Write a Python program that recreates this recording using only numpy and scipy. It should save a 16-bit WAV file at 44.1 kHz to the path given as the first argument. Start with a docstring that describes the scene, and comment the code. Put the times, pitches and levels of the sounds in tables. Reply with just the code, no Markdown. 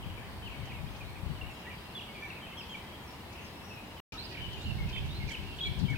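"""Dawn above a town, heard from two lookouts one after the other.
First, songbirds whistle, slur, trill and chip as bending tones and rasping noise, echoed by house fronts,
over a haze of far birds and rumbling traffic; puffs of wind buffet the two ports in the opening second and a half.
At 4.0 s the sound cuts to a short silence, then the second lookout brings more calls over its own traffic.
From 4.4 s shaped bass noise makes new puffs of wind, strongest near the end; faint hiss lies under both views."""
import sys
import numpy as np
from scipy import signal
from scipy.fft import rfft, irfft, next_fast_len
from scipy.io import wavfile
from scipy.ndimage import uniform_filter1d

SR = 44100
rng = np.random.default_rng(int(sys.argv[2]) if len(sys.argv) > 2 else 0)


def to_wav(s):
    """Save 16-bit WAV."""
    ch = np.atleast_2d(s).T  # columns
    pcm = np.round(np.clip(ch, -1, 1) * 32767)  # PCM
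    wavfile.write(sys.argv[1], SR, pcm.astype(np.int16))


N = 263277
TIME = np.arange(N) / SR

# In the bird tables, levels come before the group trims in scene(), and pan is left minus right.
# Held notes: (time [s], length [s], pitch [Hz], level [dB], pan [dB], quaver [0-1])
HELD_NOTES = [(0.535, 0.027, 2223, -58.5, 10, 0), (0.755, 0.03, 2190, -59.5, -1, 0),
              (1.5, 0.025, 2620, -58, -3, 0.96), (2.222, 0.043, 2310, -46, -2, 0.2),
              (2.35, 0.038, 2530, -55, -4, 0.9), (2.49, 0.038, 2640, -59, -1.5, 1),
              (3.41, 0.064, 6480, -69.5, 1.5, 0), (3.64, 0.11, 5600, -66, 9, .5),
              (3.075, 0.045, 5500, -65, 2.5, 0), (4.138, 0.031, 1290, -55, 1, 1),
              (4.406, 0.065, 3000, -51, 12, 0.5), (4.783, 0.066, 2160, -53.5, 4, 0.2),
              (4.872, 0.043, 2570, -54, 7, 0.9), (4.93, 0.064, 3480, -51.5, -6.5, 0.1),
              (4.972, 0.017, 3083, -45.5, -7, 0.2), (5.2, 0.037, 2174, -52.5, -8, 0.1),
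              (5.313, 0.013, 2260, -48, -6, 0), (5.366, 0.011, 3010, -47.5, 1, 0),
              (5.473, 0.069, 2750, -54.5, -8, 1), (5.604, 0.035, 3320, -40, 1.5, 0),
              (5.636, 0.0397, 3370, -40.5, 2.5, 0.1), (5.85, 0.06, 3100, -55, 10, 0),
              (5.882, 0.047, 2232, -45, -1.5, 0.2)]
# Short notes that dip and level off: (time [s], length [s], pitch [Hz], level [dB], pan [dB])
SCOOPED_NOTES = [(0.172, 0.017, 2340, -55.5, 12), (0.728, 0.032, 2660, -60, 1),
                 (1.004, 0.017, 2467, -52, -2), (1.411, 0.013, 2760, -45.5, -0.5),
                 (1.705, 0.028, 2320, -54, -3), (2.08, 0.039, 2180, -58, 4), (2.148, 0.04, 2326, -54.5, -3),
                 (2.522, 0.029, 2120, -57.5, -1), (3.7, 0.03, 2600, -55.5, 3), (3.77, 0.029, 2490, -57, 1),
                 (4.12, 0.013, 2374, -51.5, 9), (4.205, 0.01, 2320, -57, -2), (4.31, 0.018, 2460, -57, 0),
                 (4.371, 0.012, 2310, -47.5, -5), (5.649, 0.035, 2280, -47, -7.5),
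                 (5.956, 0.018, 2470, -47, -2)]
# Falling notes: (time [s], length [s], pitch [Hz], level [dB], pan [dB])
FALLING_NOTES = [(0.025, 0.022, 2920, -54.5, 6.5), (0.508, 0.033, 2700, -55.5, 8),
                 (1.155, 0.026, 2400, -57, 0), (1.463, 0.024, 2715, -56, -3),
                 (2.008, 0.021, 2950, -52.5, -3), (2.3, 0.028, 2570, -50, 1), (2.572, 0.077, 5170, -61, 7),
                 (3.025, 0.045, 6350, -73, 1.5), (3.375, 0.025, 2890, -57, 7),
                 (3.445, 0.07, 4980, -63, 5.5), (4.252, 0.0238, 4620, -54.5, -10),
                 (4.343, 0.014, 2380, -50, -7), (4.948, 0.018, 2420, -49, -3),
                 (5.278, 0.033, 2290, -50, -9), (5.586, 0.017, 2920, -48, -2),
                 (5.93, 0.022, 1695, -52.5, -1)]
# Rising notes: (time [s], length [s], pitch [Hz], level [dB], pan [dB], quaver [0-1])
RISING_NOTES = [(0.718, 0.009, 2250, -50, 1, 0.06), (1.04, 0.059, 4000, -66, 4, 0.1),
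                (1.652, 0.05, 1930, -52.5, -1, 0), (2.69, 0.038, 7000, -70, -1.5, 0),
                (4.172, 0.043, 4130, -47.5, -4.5, 0), (4.215, 0.04, 4720, -56, -8.5, 0),
                (4.605, 0.049, 3980, -56, -4, 0), (5.093, 0.1, 3980, -54, -3.5, .5),
                (5.585, 0.095, 3890, -50.5, -3.5, 1)]
# The commonest call, a held note and then a quick drop that either levels off or plunges on:
# (time [s], hold [s], held pitch [Hz], drop pitch [Hz], held level [dB], drop level [dB],
#  pan [dB], quaver [0-1], plunge [0-1])
DROPPING_CALLS = [(0.426, 0.04, 3050, 2770, -53.5, -49, 5.5, 0.8, 0.94),
                  (0.655, 0.04, 3060, 2480, -59, -55, 0.5, 0.8, 0),
                  (1.95, 0.035, 3410, 2790, -44.5, -48, -2, 0, 0.9),
                  (2.416, 0.047, 3090, 2490, -53.5, -55, 0, 1, 0),
                  (2.571, 0.03, 3230, 2790, -48, -50, -1.5, 0, 1),
                  (2.694, 0.048, 3176, 2333, -49.5, -45, -2, 0.95, 0.27),
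                  (4.509, 0.056, 3040, 2440, -51.5, -54, 5.5, 0.8, 0.1),
                  (4.656, 0.042, 2836, 2790, -48.5, -46, -6, 1, 0.23),
                  (4.926, 0.039, 3110, 2530, -47, -45, -4.5, 0, 0.2),
                  (5.307, 0.03, 3104, 2890, -48, -43.5, 0.5, 1, 1)]
# Harsh chips, before stretch and trim: (time [s], length [s], upper edge [Hz], level [dB])
HARSH_CHIPS = [(0.645, 0.04, 6800, -63), (0.947, 0.041, 6000, -58), (3.087, 0.081, 5570, -62),
               (3.317, 0.031, 6400, -60), (4.11, 0.063, 5800, -53), (4.269, 0.088, 4930, -54),
               (4.527, 0.018, 5570, -52.5), (4.602, 0.047, 7800, -59), (4.883, 0.03, 5660, -50.5),
               (5.05, 0.027, 7600, -63), (5.269, 0.055, 6000, -50), (5.296, 0.049, 8600, -53.5),
               (5.563, 0.027, 8600, -60), (5.655, 0.027, 8800, -57), (5.783, 0.02, 8800, -56),
               (5.788, 0.038, 4430, -48), (5.894, 0.028, 8000, -57)]
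# How the far birds swell and fade together: (time [s], level change [dB])
CHORUS_SWELL = [(0, -0.5), (1.4, 1.5), (2.3, 2), (2.95, -1), (3.9, 0.5), (4.2, 4), (4.7, 2), (5.9, 1.5)]
# Four spells of wind, one curve each, before trim: (time [s], level [dB], left minus right [dB])
WIND_SPELLS = [
    [(0.0, -47, -1), (0.038, -48, 0.0), (0.062, -39.5, 11), (0.158, -50, 0.5), (0.208, -51.5, 4),
     (0.446, -48, 0), (0.518, -46.5, 13), (0.548, -56, -0.5), (0.606, -39.5, 18), (0.686, -48.5, 0),
     (0.742, -45.5, 5.0), (0.77, -45, 0.0)],
    [(0.77, -60, 3), (0.804, -38.5, 25), (0.948, -48, 5.5), (0.982, -51, 14), (1.048, -44.5, 10),
     (1.154, -52, -1.0), (1.218, -48, 15), (1.232, -38.5, 19), (1.336, -36.5, 16.5), (1.36, -49, 2),
     (1.446, -43, 14.5), (1.52, -51, 4)],
    [(4.38, -53, 3.5), (4.42, -45, -15), (4.642, -48, -2), (4.67, -33, 1), (4.712, -37.5, -22),
     (4.796, -36, 0), (4.866, -35, -7.0), (4.932, -43.5, -2), (5.028, -36.5, -5), (5.17, -42, 1),
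     (5.266, -36, 9), (5.35, -61, -1.5)],
    [(5.35, -56, -5), (5.4, -41.5, 17), (5.54, -49, -3), (5.618, -55, 1), (5.646, -48, -11),
     (5.7, -33.5, 12.5), (5.746, -43.5, 4.0), (5.786, -37, 18), (5.84, -27, 25), (5.894, -40, 26),
     (5.916, -30, 30), (5.97, -38, 13)],
]
# The town from each lookout: (frequency [Hz], level [dB per Hz])
FIRST_TOWN = [(20, -89.5), (42, -77.5), (85, -68.5), (125, -74.5), (200, -73), (260, -78), (370, -78.5),
              (500, -82.5), (970, -80), (1350, -87.5), (2000, -86.5), (3150, -89), (3700, -91), (5000, -98),
              (6800, -109), (15000, -125)]
SECOND_TOWN = [(20, -92), (45, -65), (90, -69.5), (200, -71), (260, -76.5), (380, -76), (500, -83),
               (970, -80.5), (1200, -89), (1600, -85.5), (2000, -88), (3150, -85.5), (3700, -87),
               (5000, -94), (6800, -107), (15000, -125)]
# Likeness of the two ports for sound from all round: (frequency [Hz], correlation [-1 to 1])
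PORT_LIKENESS = [(60, 0.92), (200, 0.87), (640, 0.63), (1400, 0.53), (2400, -0.29), (4200, -0.36),
                 (7000, 0.28), (12000, 0.75)]
# Recorder hiss: (frequency [Hz], level [dB per Hz])
HISS_SPECTRUM = [(1000, -106), (6800, -106), (8000, -102), (10000, -103.3), (12500, -102.6), (15500, -103)]

# Pitch at the start, middle and end of each kind of note, as a multiple of its own pitch
HELD, SCOOPED, FALLING, RISING = (1.015, 1, 0.97), (1.08, 1, 1.025), (1.09, 0.99, 0.77), (.87, 1, 1.075)
DROP_S = 0.019  # length of the drop that ends a call
# Unsteadiness of a note at an unrest of 1: share of its pitch, dB of its level
WAVER, FLUTTER_DB = .014, 3.2
# A full quaver: share of the pitch, depth of the throb in level (0-1)
QUAVER, THROB = .026, .4
# A bird to one side reaches that port earlier: longest lead, and the pan at which it levels off
LEAD_MS, LEAD_PAN_DB = 0.15, 7
CHIP_LOW_HZ, CHIP_PAN_DB = 3940, 5  # lower edge of every chip; scatter of their directions
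SILENCE_START_S, SILENCE_END_S = 4.002, 4.122
HISS_PAN_DB, TOP_HZ = 1.5, 15800


def undb(db):
    """Decibels to gain."""
    return 10 ** (np.asarray(db) / 20)


def unit(x):
    """Scale to rms 1."""
    return x / np.sqrt(np.mean(x ** 2) + 1e-18)


def on_bins(points, size=N):
    """A (Hz, value) table on the bins of a spectrum, joined on a log axis."""
    hz, value = np.transpose(points)
    return np.interp(np.log(np.fft.rfftfreq(size, 1 / SR) + 1), np.log(hz), value)


def coloured(points):
    """Two unrelated noises with a given density in dB per Hz."""
    white = rfft(rng.standard_normal((2, N)))
    return irfft(white * undb(on_bins(points)) * np.sqrt(SR / 2), N)


def band_noise(size, low_hz, high_hz, order=2):
    """Two unrelated noises between two soft edges, rms 1."""
    hz = np.fft.rfftfreq(size, 1 / SR) + 1
    low_edge = 1 + (low_hz / hz) ** (2 * order)
    high_edge = 1 + (hz / high_hz) ** (2 * order)
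    white = rfft(rng.standard_normal((2, size)))
    return unit(irfft(white * (low_edge * high_edge) ** -.5, size))


def walk(size, rate):
    """A random wander of spread near 1 that takes a new target `rate` times a second."""
    steps = np.arange(size) / SR * rate
    targets = rng.standard_normal(size // 20 + 2)
    return np.interp(steps, np.arange(len(targets)), targets)


def add(out, start_s, sound):
    """Mix a stereo sound in at a time."""
    i = int(start_s * SR)
    lo, hi = max(i, 0), min(i + sound.shape[1], N)
    if hi > lo:
        out[:, lo:hi] += sound[:, lo - i:hi - i]


def ports(db, pan_db):
    """Gains of the left and right port."""
    return undb(db + np.array([[pan_db], [-pan_db]]) / 2)


def note(length, pitches_hz, lead_ms, trilled=0, quaver_rate=84, attack_s=0.0029, release_s=0.0043,
         overtone_db=-32):
    """One syrinx tone bending through three pitches; a trilled one quavers in pitch and level."""
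    t = np.arange(int((length + attack_s) * SR)) / SR
    hz = np.polyval(np.polyfit([0, .5, 1], pitches_hz, 2), t / t[-1])
    # held notes are steadier than slurs
    unrest = np.clip(0.48 + 3 * np.ptp(np.log(pitches_hz)), 0, 1.2)
    wandering_rate = quaver_rate * (1 + 0.095 * walk(len(t), 60))
    quaver = trilled * np.sin(2 * np.pi * np.cumsum(wandering_rate) / SR)
    hz = hz * (1 + unrest * WAVER * walk(len(t), 284) + QUAVER * quaver)
    # half the lead goes to each port, in seconds
    lead = np.array([[lead_ms], [-lead_ms]]) / 2000
    phase = 2 * np.pi * (np.cumsum(hz) / SR + hz * lead)
    edges = np.clip(np.minimum(t / attack_s, (t[-1] - t) / release_s), 0, 1)
    swell = np.sin(np.pi / 2 * edges) ** 2
    # the throat is tuned to the middle of the note, so the ends of a slur are weaker
    throat = 1 / np.hypot(1, np.log(hz / pitches_hz[1]) / 0.13)
    flutter = undb(unrest * FLUTTER_DB * walk(len(t), 166))
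    loudness = unit(swell * throat * (1 + THROB * quaver) * flutter)
    return loudness * np.sqrt(2) * (np.sin(phase) + undb(overtone_db) * np.sin(2 * phase))


def bird(length, pitch_hz, shape, db, pan_db, quaver=0):
    """One note of a given shape, louder and earlier at the port nearer the bird."""
    lead_ms = LEAD_MS * np.tanh(pan_db / LEAD_PAN_DB)
    tone = note(max(length, .005), pitch_hz * np.array(shape), lead_ms, np.clip(quaver, 0, 1.3))
    return ports(db, pan_db) * tone


def single_notes(table, shape):
    """Sing a table of syrinx notes that share one pitch shape."""
    out = np.zeros((2, N))
    for start_s, length, pitch_hz, *delivery in table:
        add(out, start_s, bird(length, pitch_hz, shape, *delivery))
    return out


def dropping_calls():
    """Each bird holds a note, then slurs down the moment it lets go."""
    out = np.zeros((2, N))
    for start_s, hold_s, held_hz, drop_hz, held_db, drop_db, pan_db, quaver, plunge in DROPPING_CALLS:
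        drop = (1 - plunge) * np.array(SCOOPED) + plunge * np.array(FALLING)
        add(out, start_s, bird(hold_s, held_hz, HELD, held_db, pan_db, quaver))
        add(out, start_s + hold_s, bird(DROP_S, drop_hz, drop, drop_db, pan_db))
    return out


def chips(rasp_rate=170, rasp_db=3.0, stretch=1.1, trim_db=-4.5):
    """Harsh calls: a chaotic syrinx gives a short band of rasping noise."""
    out = np.zeros((2, N))
    pans_db = CHIP_PAN_DB * rng.standard_normal(len(HARSH_CHIPS))
    for (start_s, length, high_hz, db), pan_db in zip(HARSH_CHIPS, pans_db):
        size = int(max(length, .005) * stretch * SR)
        noise = band_noise(size, CHIP_LOW_HZ, high_hz, order=7)
        rasp = noise * undb(rasp_db * walk(size, rasp_rate)) * np.hanning(size)
        # stretched evenly about its middle
        add(out, start_s - length * (stretch - 1) / 2, ports(db + trim_db, pan_db) * unit(rasp))
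    return out


def near_walls(x, wall_db, reach_s=0.032, count=6):
    """A few early reflections from parapets and roofs break up each slur."""
    out = np.zeros((2, N))
    for port in range(2):
        for lag in (SR * (.004 + reach_s * rng.random(count))).astype(int):
            out[port, lag:] += x[port, :-lag] * rng.choice([-1, 1])
    return undb(wall_db) * out / np.sqrt(count)


def house_fronts(x, wet_db, t60_s, first_s=.012, patchy_db=4, smear=1.15):
    """Scattered echoes from houses and trees: clumps of reflections that blur the pitch and die away."""
    t = np.arange(SR) / SR
    clumps = undb(patchy_db * walk(SR, 70.4)) * np.clip(t / first_s - .5, 0, 1)
    response = band_noise(SR, 800, 9600) * clumps * undb(-60 * t / t60_s)
    response /= np.sqrt(np.sum(response ** 2, axis=1, keepdims=True))
    # a wandering phase widens each tone, so the tail is a haze and does not ring
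    analytic = signal.hilbert(x, next_fast_len(N))[:, :N]
    blurred = (analytic * np.exp(1j * smear * walk(N, 500))).real
    return undb(wet_db) * signal.fftconvolve(blurred, response, axes=1)[:, :N]


def far_wall(x, lag_s, db):
    """One building some thirty metres off sends each call back, with the sides swapped."""
    out = np.zeros((2, N))
    add(out, lag_s, undb(db) * x[::-1])
    return out


def far_birds(low_hz, high_hz, db, count, bend=0.0926, spread_db=3):
    """Many faint syrinx notes from all round, each with its own pitch, bend, lead and pan."""
    out = np.zeros((2, N))
    evens, normals = rng.random((count, 3)), rng.standard_normal((count, 5))
    for (when, pitch, long), (start_bend, end_bend, lead, level, pan) in zip(evens, normals):
        middle_hz = low_hz + (high_hz - low_hz) * pitch
        hz = middle_hz * (1 + bend * np.array([start_bend, 0, end_bend]))
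        sound = note(0.01506 + .05 * long, hz, 0.078 * lead)
        add(out, when * N / SR, ports(db + spread_db * np.clip(level, -2, 1), 2 * pan) * sound)
    return out


def far_chorus():
    """Four pitch ranges of far birds swell together, with their echoes."""
    chorus = far_birds(2150, 3300, db=-62.0, count=130)
    chorus += far_birds(3700, 5200, db=-70.5, count=110, spread_db=1.0)
    chorus += far_birds(5200, 7000, db=-73.5, count=20)
    chorus += far_birds(1600, 2200, db=-62, count=14)
    chorus = chorus * undb(np.interp(TIME, *np.transpose(CHORUS_SWELL)))
    return 0.88 * chorus + house_fronts(chorus, wet_db=-1.0, t60_s=0.84)


def wind(low_hz=42, high_hz=125, fast_low_hz=78, fast_high_hz=155, strong_db=-35.0, strong_range_db=3,
         trim_db=2, fade_s=0.012, steady_s=0.064):
    """Eddies push on each port separately; the strongest puffs are faster and sit higher in pitch."""
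    slow = band_noise(N, low_hz, high_hz, order=4)
    fast = band_noise(N, fast_low_hz, fast_high_hz, order=4)
    out = np.zeros((2, N))
    for spell in WIND_SPELLS:
        times_s, levels_db, pans_db = np.transpose(spell)
        db, pan_db = np.interp(TIME, times_s, levels_db), np.interp(TIME, times_s, pans_db)
        haste = (1 + np.tanh((db - strong_db) / strong_range_db)) / 2
        eddies = np.sqrt(1 - haste) * slow + np.sqrt(haste) * fast
        # even out the noise, so the flow alone sets how hard the eddies push
        eddies = eddies / np.sqrt(uniform_filter1d(eddies ** 2, int(steady_s * SR)) + 1e-9)
        # each spell fades in before its first point and out after its last
        blowing = np.clip(1 + np.minimum(TIME - times_s[0], times_s[-1] - TIME) / fade_s, 0, 1)
        sides = undb(np.array([pan_db, -pan_db]) / 2)
        sides = sides / np.sqrt(np.mean(sides ** 2, axis=0))
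        out += eddies * blowing * undb(db + trim_db) * sides
    return out


def town(spectrum, pan_db):
    """Far traffic as a steady rumble of coloured noise; its bass is alike at both ports."""
    likeness = np.clip(on_bins(PORT_LIKENESS), -.95, .95)
    shares = np.sqrt(np.array([1 + likeness, 1 - likeness]) / 2)
    mid, side = rfft(coloured(spectrum)) * shares
    return irfft([mid + side, mid - side], N) * ports(0, pan_db)


def recorder_hiss():
    """Faint electronic hiss: noise unrelated between the ports, a little stronger on the left."""
    return coloured(HISS_SPECTRUM) * ports(0, HISS_PAN_DB)


def scene():
    """Birds, wind and town; the echoes and the town change from the first lookout to the second."""
    notes = single_notes(HELD_NOTES, HELD) + single_notes(SCOOPED_NOTES, SCOOPED)
    notes += single_notes(FALLING_NOTES, FALLING) + single_notes(RISING_NOTES, RISING)
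    birds = undb(2.5) * notes + undb(1.5) * dropping_calls() + undb(-1.0) * chips()
    birds = birds + near_walls(birds, wall_db=-8.5)
    first = house_fronts(birds, wet_db=-9.5, t60_s=1.0) + far_wall(birds, lag_s=0.18, db=-18.5)
    first += town(FIRST_TOWN, pan_db=1.3)
    second = house_fronts(birds, wet_db=-12, t60_s=0.97) + town(SECOND_TOWN, pan_db=1.0)
    surroundings = np.where(TIME < SILENCE_START_S, first, second)
    return birds + far_chorus() + surroundings + wind()


def record(dry):
    """The recorder adds hiss, is silent between the two lookouts and cuts the top."""
    running = (TIME < SILENCE_START_S) | (TIME > SILENCE_END_S)
    sound = (dry + recorder_hiss()) * running
    top_cut = signal.ellip(10, .1, 70, TOP_HZ, fs=SR, output="sos")
    return signal.sosfilt(top_cut, sound)


dry = scene()
out = record(dry)
to_wav(out)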